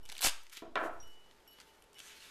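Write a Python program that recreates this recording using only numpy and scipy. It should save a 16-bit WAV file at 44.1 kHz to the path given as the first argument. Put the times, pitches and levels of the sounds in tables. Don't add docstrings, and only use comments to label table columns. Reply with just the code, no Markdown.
import sys
import numpy as np
from scipy import signal
from scipy.fft import rfft, irfft
from scipy.io import wavfile
from scipy.ndimage import uniform_filter1d

SR = 44100
rng = np.random.default_rng(int(sys.argv[2]) if len(sys.argv) > 2 else 0)


def invert_db(x):
    u = np.asarray(x, float) / 20
    return 10 ** u


def generate_wav(sig):
    pcm = np.round(np.clip(np.atleast_2d(sig).T, -1, 1) * 32767).astype(np.int16)
    wavfile.write(sys.argv[1], SR, pcm)


N = 101429


def place(times, sizes):
    return np.bincount(np.clip((np.asarray(times) * SR).astype(int), 0, N - 1), sizes, N)


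def band(x, hz, width):
    edge = np.sqrt(1 + width ** 2 / 4) + width / 2
    limits = [hz / edge, min(hz * edge, .45 * SR)]
    return signal.sosfilt(signal.butter(1, limits, "band", fs=SR, output="sos"), x)


def band_twice(x, hz, width):
    return band(band(x, hz, width), hz, width)


def colour(x, table):
    hz, db = np.array(table).T
    bins_hz = np.arange(len(x) // 2 + 1) * SR / len(x) + 1
    y = irfft(rfft(x) * invert_db(np.interp(np.log(bins_hz), np.log(hz), db)), len(x))
    return y / np.std(y)


def ring(x, hz, t60):
    pole = np.exp(2j * np.pi * hz / SR - np.log(1000) / (t60 * SR))
    return signal.lfilter([1], [1, -pole], x).imag


def walk(rate):
    w = rng.standard_normal(N // 200 + 2)
    k = max(int(SR / 200 / rate), 1)
    smooth = uniform_filter1d(uniform_filter1d(w, k), k)
    w = np.interp(np.arange(N) / 200, np.arange(len(w)), smooth)
    return w / np.std(w)


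# frequency in Hz, level in dB.
AIR_COLOUR = [(25, 2), (130, -11.5), (230, -8.5), (400, -6), (900, -9.5), (3000, -18), (6000, -24.5),
              (13000, -30.5)]
# frequency in Hz, level in dB.
HUMS = [(361, -87), (414, -78.5), (458, -83.5), (888, -78.5)]
AIR_DB = -66.5


def room(t):
    hum = 0
    for hz, db in HUMS:
        hum = hum + invert_db(db + 2.6 * walk(18.0)) * np.sqrt(2) * np.sin(2 * np.pi * hz * t)
    return colour(rng.standard_normal(N), AIR_COLOUR) * invert_db(AIR_DB + 0.39 * walk(18)) + hum


# frequency in Hz, time to fall by 60 dB in seconds, level in dB.
ROOM_DECAY = [(314, 0.41, -7.5), (1040, 0.39, 2), (3000, 0.19, -4), (9450, 0.15, -0.5)]


def echo(x):
    t = np.arange(SR // 2) / SR
    tail = 0
    for hz, t60, db in ROOM_DECAY:
        tail = tail + band(rng.standard_normal(len(t)), hz, 0.98) * invert_db(db - 60 * t / t60) / np.sqrt(hz)
    tail = tail * np.clip(t / 0.0028 - .3, 0, 1)
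    tail = np.gradient(tail) + 0.41 * tail
    return signal.fftconvolve(x, tail / np.sqrt(np.sum(tail ** 2)))[:N]


# frequency in Hz, level in dB, time to fall by 60 dB in seconds.
TAG_MODES = [(2955, 0, 1.0), (5512, -8, .13), (7504, -20, .07), (8020, -19, .07), (10435, -19, .08),
             (11645, -12, .11)]
# start in seconds, level in dB, brightness in dB per octave.
CLINKS = [(0.0307, -66, 5), (1.027, -61.5, 2.5), (1.074, -66, 5.5), (1.10, -63.5, -1.5),
          (1.476, -63.5, 6.5), (1.508, -69, 8), (1.529, -77, 12), (1.69, -74.5, -17), (1.952, -61.5, 0.5)]
MUTES = [.09, 1.30, 1.575, 1.98]
MUTED_T60_S = .2
RING_S, RING_HZ, RING_DB, RING_T60_S = 1.0021, 5730, -51.5, 0.18


def tag(t):
    at, db, tilt = np.array(CLINKS).T
    out = ring(place([RING_S], [invert_db(RING_DB)]), RING_HZ, RING_T60_S)
    for hz, mode_db, t60 in TAG_MODES:
        energy = 0
        levels = db + mode_db + tilt * np.log2(hz / TAG_MODES[0][0])
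        for start, level in zip(at, levels):
            mute = min([m for m in MUTES if m > start] + [t[-1]])
            fade_db = 60 * np.maximum(t - start, 0) / t60
            fade_db = fade_db + 60 * np.maximum(t - mute, 0) / MUTED_T60_S
            energy = energy + (t > start) * invert_db(level - fade_db) ** 2
        loudness = uniform_filter1d(np.sqrt(energy), 40) * invert_db(1.1 * walk(60))
        out = out + loudness * np.sin(2 * np.pi * hz * t)
    return out * np.sqrt(2)


# start in seconds, level in dB, contact time in ms.
KNOCKS = [(0.6218, -26, 1.7), (.627, -29.5, 2), (.635, -34, 1.56), (.652, -40, 1.5), (0.657, -36, 2.9),
          (0.676, -41, 4.1), (0.686, -51, 2.8), (0.7554, -26, 0.41), (.764, -27, 0.73), (.773, -28.5, 0.52),
          (.780, -41, .6), (.790, -34.5, 0.71), (.798, -37.5, 0.73), (.813, -29, 0.71), (.822, -29, 1.48),
          (.836, -32, 0.86), (.851, -28.5, 1.2), (.860, -33.5, 0.88), (0.879, -41, .9)]
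# frequency in Hz, level in dB, time to fall by 60 dB in seconds.
WOOD_MODES = [(272, -10.5, 0.074), (346, -6.5, 0.13), (420, -7.5, 0.12), (483, -20, 0.045),
              (605, -2.5, 0.12), (666.4, -0.5, 0.17), (729, -2.5, 0.15), (860, -5, .11), (1020, -6, 0.071),
              (1104, 1, 0.086), (1340, 6, 0.057), (1505, 3, 0.08), (1740, 0, 0.074), (2335, -7, .05)]
BUZZ_DB, BUZZ_HZ, BUZZ_S, TICK_DB = 0.5, 1230, 0.0069, -35
CORE_DB, CORE_HZ, CORE_S = -8, 2170, 0.015
SOFT_TILT_DB = 6
MODE_DRIFT = .007
TABLE_LOW_HZ = 204


def knocks():
    out, t = np.zeros(N + SR // 2), np.arange(SR // 6) / SR
    for at, db, ms in KNOCKS:
        push = t ** 2 * np.exp(-t * 7000 / ms)
        push /= push.sum()
        chance = rng.standard_normal((len(WOOD_MODES), 2))
        body = 0
        for (hz, mode_db, t60), (luck, drift) in zip(WOOD_MODES, chance):
            level = mode_db + 2.6 * luck - SOFT_TILT_DB * (ms - 0.98) * np.log2(hz / 600)
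            body = body + invert_db(level) * np.sign(drift) * ring(push, hz * (1 + MODE_DRIFT * drift), 0.62 * t60)
        buzz = band(rng.standard_normal(len(t)), BUZZ_HZ, 1.27) * np.exp(-t / BUZZ_S) * 4.44
        core = band(rng.standard_normal(len(t)), CORE_HZ, 0.65) * np.exp(-t / CORE_S) * 3.45
        buzz += invert_db(CORE_DB) / ms * core
        buzz = signal.fftconvolve(buzz, push)[:len(t)]
        tick = -invert_db(TICK_DB) * np.gradient(push) * 25.0
        i = int(at * SR)
        out[i:i + len(t)] += invert_db(db) * (0.54 * body + invert_db(BUZZ_DB) * buzz + tick)
    return signal.sosfilt(signal.butter(2, TABLE_LOW_HZ, "high", fs=SR, output="sos"), out[:N])


SPAN_HZ = 3130


def burst(out, at, db, hz, width, fade_s, span_db):
    t = np.arange(2000) / SR
    spray = rng.standard_normal(len(t)) * (t / fade_s) * np.exp(1 - t / fade_s)
    sound = band_twice(spray, hz, width * 1.36) * np.sqrt(5000 / hz)
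    sound = sound + invert_db(span_db) * band(spray, SPAN_HZ, 0.19) * 1.5
    start = int((at - fade_s / 2) * SR)
    return out + np.pad(invert_db(db) * 1.165 * sound, (start, N))[:N]


def knock_edge():
    return burst(np.zeros(N), at=.7559, db=-21.5, hz=3000, width=0.6, fade_s=.0005, span_db=-8)


# time in seconds, level in dB, centre in Hz.
RUSTLE = [(0, -96, 3000), (.09, -58.5, 3000), (.2, -59, 3000), (0.508, -64, 3450), (0.528, -43.5, 2490),
          (.552, -52.5, 3000), (0.572, -44, 3420), (.66, -83, 3970), (0.856, -56.5, 8150), (.9, -73, 7360),
          (1.48, -75, 4000), (1.605, -67, 3000), (1.92, -79.5, 2820), (1.98, -60, 2850), (2.05, -60, 2900),
          (2.12, -57.5, 3000), (2.18, -58.5, 3000), (2.25, -58.5, 2800)]
GRAINS_PER_S, SCATTER_DB, EDGE_DB, FLICKER_DB = 6000, 0.5, 2.5, 2.56
RUSTLE_OCTAVES, SURGE_DB = 0.22, 1.1


def rustle(t):
    at, db, hz = np.array(RUSTLE).T
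    hit = rng.random(N) < GRAINS_PER_S / SR
    grains = hit * rng.standard_normal(N) * invert_db(SCATTER_DB * rng.exponential(size=N))
    grains = grains + 0.52 * rng.standard_normal(N)
    centre, out = np.log2(np.interp(t, at, hz)), 0
    for f in 1500 * 2 ** np.arange(0, 3.2, 1 / 3):
        distance = (np.log2(f) - centre) / RUSTLE_OCTAVES
        shape = np.exp(-distance ** 2) + invert_db(EDGE_DB)
        part = band_twice(np.roll(grains, int(f)), f, 0.68) * (3000 / f) ** 0.53
        out = out + part * invert_db(FLICKER_DB * walk(30)) * shape
    return out / np.std(out) * invert_db(np.interp(t, at, db) + SURGE_DB * walk(70))


# start in seconds, length in seconds, level in dB,
# first pitch in Hz, last pitch in Hz.
SLIDES = [(0.094, 0.07, -65, 6100, 5980), (0.512, 0.031, -59, 2250, 2360), (0.538, .02, -57, 3200, 3320),
          (0.565, 0.02, -64, 3140, 3270), (1.513, 0.037, -70, 4700, 3750), (1.96, 0.017, -63, 2130, 2200),
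          (2, 0.14, -65, 5910, 6680), (2.071, .045, -65, 2800, 3000), (2.105, .05, -64, 3300, 3300),
          (2.086, .065, -69, 1600, 1680), (2.178, 0.071, -65, 4060, 4480), (2.21, 0.08, -65.5, 2200, 2530),
          (2.223, 0.075, -62.5, 3600, 3660), (2.194, 0.086, -61, 2920, 2786)]
ROUGHNESS = .12


def squeak(t):
    out = 0
    for at, length, db, from_hz, to_hz in SLIDES:
        part = np.clip((t - at) / length, 0, 1)
        k = int(SR / (ROUGHNESS * from_hz))
        swell = np.sqrt(2 * k * np.abs(np.sin(np.pi * part)))
        rough = uniform_filter1d(rng.standard_normal(N), k) * swell
        glide_hz = from_hz + (to_hz - from_hz) * part
        out = out + invert_db(db) * rough * np.sin(2 * np.pi * np.cumsum(glide_hz) / SR)
    return out


# start in seconds, level in dB.
TUGS = [
    (.092, -56),
    (.572, -54),
    (1.586, -62),
    (2.003, -64),
    (.246, -33.5),
    (.256, -39.5),
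    (.266, -27.5),
    (.284, -45),
]


def tugs():
    out = np.zeros(N)
    for at, db in TUGS:
        out = burst(out, at, db, hz=530, width=4.1, fade_s=0.00306, span_db=-42)
    return out


# start in seconds, level in dB, brightness in Hz.
CRACKLES = [(0.434, -47, 7000), (0.467, -46, 3000), (0.497, -45, 5000), (.501, -48, 4010),
            (0.528, -52, 4000), (0.534, -42, 5950), (.545, -49, 4000), (0.5506, -42, 4000),
            (.560, -56, 4030), (.566, -49, 3800), (.5705, -34, 3800), (.5752, -38, 5500),
            (0.5795, -59, 4000), (0.592, -45, 3000), (0.621, -53, 2510), (1.3112, -54.5, 2340),
            (1.322, -66, 3000), (1.403, -67, 6000), (1.586, -49, 703), (1.6011, -46.5, 3940),
            (1.61, -53, 4970), (1.605, -50, 1790), (1.615, -52, 2500), (1.625, -66, 3000),
            (1.8226, -54, 6600), (1.84, -58, 4950), (1.931, -55, 4800), (1.944, -57, 5850),
            (1.985, -50, 4000), (1.991, -43.5, 6000), (2.000, -51, 3280), (2.0024, -42, 3240)]


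def crackles():
    out = np.zeros(N)
    for at, db, hz in CRACKLES:
        out = burst(out, at, db, hz, width=1.34, fade_s=.001, span_db=-1)
    return out


# time in seconds, level in dB.
RIP = [
    (.236, -44),
    (0.242, -33),
    (.26, -27.5),
    (.275, -29),
    (0.287, -27),
    (0.298, -32.5),
]
# frequency in Hz, level in dB.
RIP_COLOUR = [(100, -27), (400, -17.5), (1400, -4), (2500, -3.5), (4500, -4), (7760, -3), (12500, -14),
              (14500, -23)]


def rip(t):
    at, db = np.array(RIP).T
    level = np.interp(t, at, db, -120, -120) + 3 * walk(200)
    return colour(rng.standard_normal(N), RIP_COLOUR) * invert_db(level)


# start in seconds, level in dB, brightness in Hz,
# table bounce in dB.
SNAPS = [(0.0537, -46, 6860, 1.5), (0.059, -46.5, 5800, 2), (0.0896, -42.5, 6250, 6),
         (.0977, -42, 6100, 11), (0.108, -54, 4000, -1), (0.1181, -38.5, 7150, 4.5), (0.1237, -37, 7000, 2),
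         (.130, -56, 6000, -4), (0.1509, -46.5, 4950, 11), (0.1654, -46, 4970, 12.5), (.180, -37, 8000, 5),
         (0.1903, -42, 5000, 11.5), (.2072, -34, 9000, 4), (0.2122, -28, 9000, -5), (0.2191, -23, 9000, -3),
         (0.225, -26, 8100, 5), (0.2293, -25, 6900, 2), (0.2332, -24.5, 7500, 2)]
# start in seconds, level in dB, brightness in Hz,
# table bounce in dB.
THREADS = [(.238, -22, 6950, -3), (.2423, -20, 6940, -6), (.2453, -24, 5960, 2), (.2469, -25, 5950, 0.5),
           (.2493, -21, 8060, 0.5), (.2526, -19.5, 6000, -5), (.2551, -19, 7000, -8.5),
           (.2579, -18.5, 6000, -2), (.2597, -22, 5000, -1), (.262, -18, 7840, -6),
           (.2647, -20, 6960, -1.5), (.2679, -22, 8050, -3), (.2702, -20, 8000, 1),
           (.2718, -13.5, 6000, 0.5), (.2757, -19, 4000, -7), (.2783, -20, 6900, -7.5),
           (.2817, -21.5, 5000, 4), (.2844, -19, 6000, 5), (.2892, -35, 6000, -13), (.2935, -32, 5000, -5)]
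BREAK_S, FRAY_DB, FRAY_S = .0004, -5, .0016
BOUNCE_S, BOUNCE_HZ, BOUNCE_WIDTH = .0016, 3100, .9
FLAP_DB, FLAP_HZ = -12, 1000


def snaps():
    out, t = np.zeros(N), np.arange(600) / SR
    for at, db, hz, bounce_db in list(SNAPS) + list(THREADS):
        chance = rng.standard_normal((2, len(t)))
        snap = chance[0] * np.exp(-t / BREAK_S)
        fray = invert_db(FRAY_DB) * chance[1] * np.exp(-t / FRAY_S)
        snap = snap / np.sqrt(np.sum(snap ** 2)) * 3.9 + fray
        near = band_twice(snap, hz, 1.45) + invert_db(FLAP_DB) * 4 * band_twice(snap, FLAP_HZ, 1.3)
        back = np.roll(band_twice(snap, BOUNCE_HZ, BOUNCE_WIDTH), int(BOUNCE_S * SR))
        both = near / np.linalg.norm(near) + invert_db(bounce_db - 3) * back / np.linalg.norm(back)
        out[int(at * SR):][:len(t)] += invert_db(db) * 4.29 * both
    return out


def scene():
    t = np.arange(N) / SR
    roll = knocks()
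    tape = rustle(t) + crackles() + rip(t) + snaps()
    wet = echo(invert_db(-10) * tape + invert_db(-5.5) * roll)
    handling = tugs() + squeak(t)
    return (room(t) + tag(t) + roll + knock_edge() + handling + tape + wet)[None]


def top_cut(x):
    return signal.sosfilt(signal.butter(12, 14730, fs=SR, output="sos"), x)


# time in seconds, change in dB.
DUCKS = [
    (0.225, 0),
    (0.25, -3.5),
    (0.271, -3),
]
STEP_S, STEP_DB, CLIMB_S, EARLY_CLIMB_S = .0345, .5, .618, .025
OFFSET, OFFSET_S, OFFSET_START = 0.053, 0.087, 0.0057
TOP_HZ = 13950


def record(dry):
    early, late = np.arange(3), np.arange(14)
    duck_s, duck_db = np.array(DUCKS).T
    at = np.r_[EARLY_CLIMB_S + STEP_S * early, duck_s, CLIMB_S + STEP_S * late]
    change_db = np.r_[STEP_DB + 0 * early, duck_db, STEP_DB + 0 * late]
    db = np.cumsum(place(at, change_db))
    gain = uniform_filter1d(invert_db(db - db[-1]), 130)
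    leak = np.exp(-1 / (OFFSET_S * SR))
    drift = signal.lfilter([1, -1], [1, -leak], OFFSET * (gain - gain[0]))
    drift = drift + OFFSET_START * leak ** np.arange(N)
    heard = signal.sosfilt(signal.ellip(8, .2, 60, TOP_HZ, fs=SR, output="sos"), dry)
    return top_cut(heard * gain + drift)


dry = scene()
out = record(dry)
generate_wav(out)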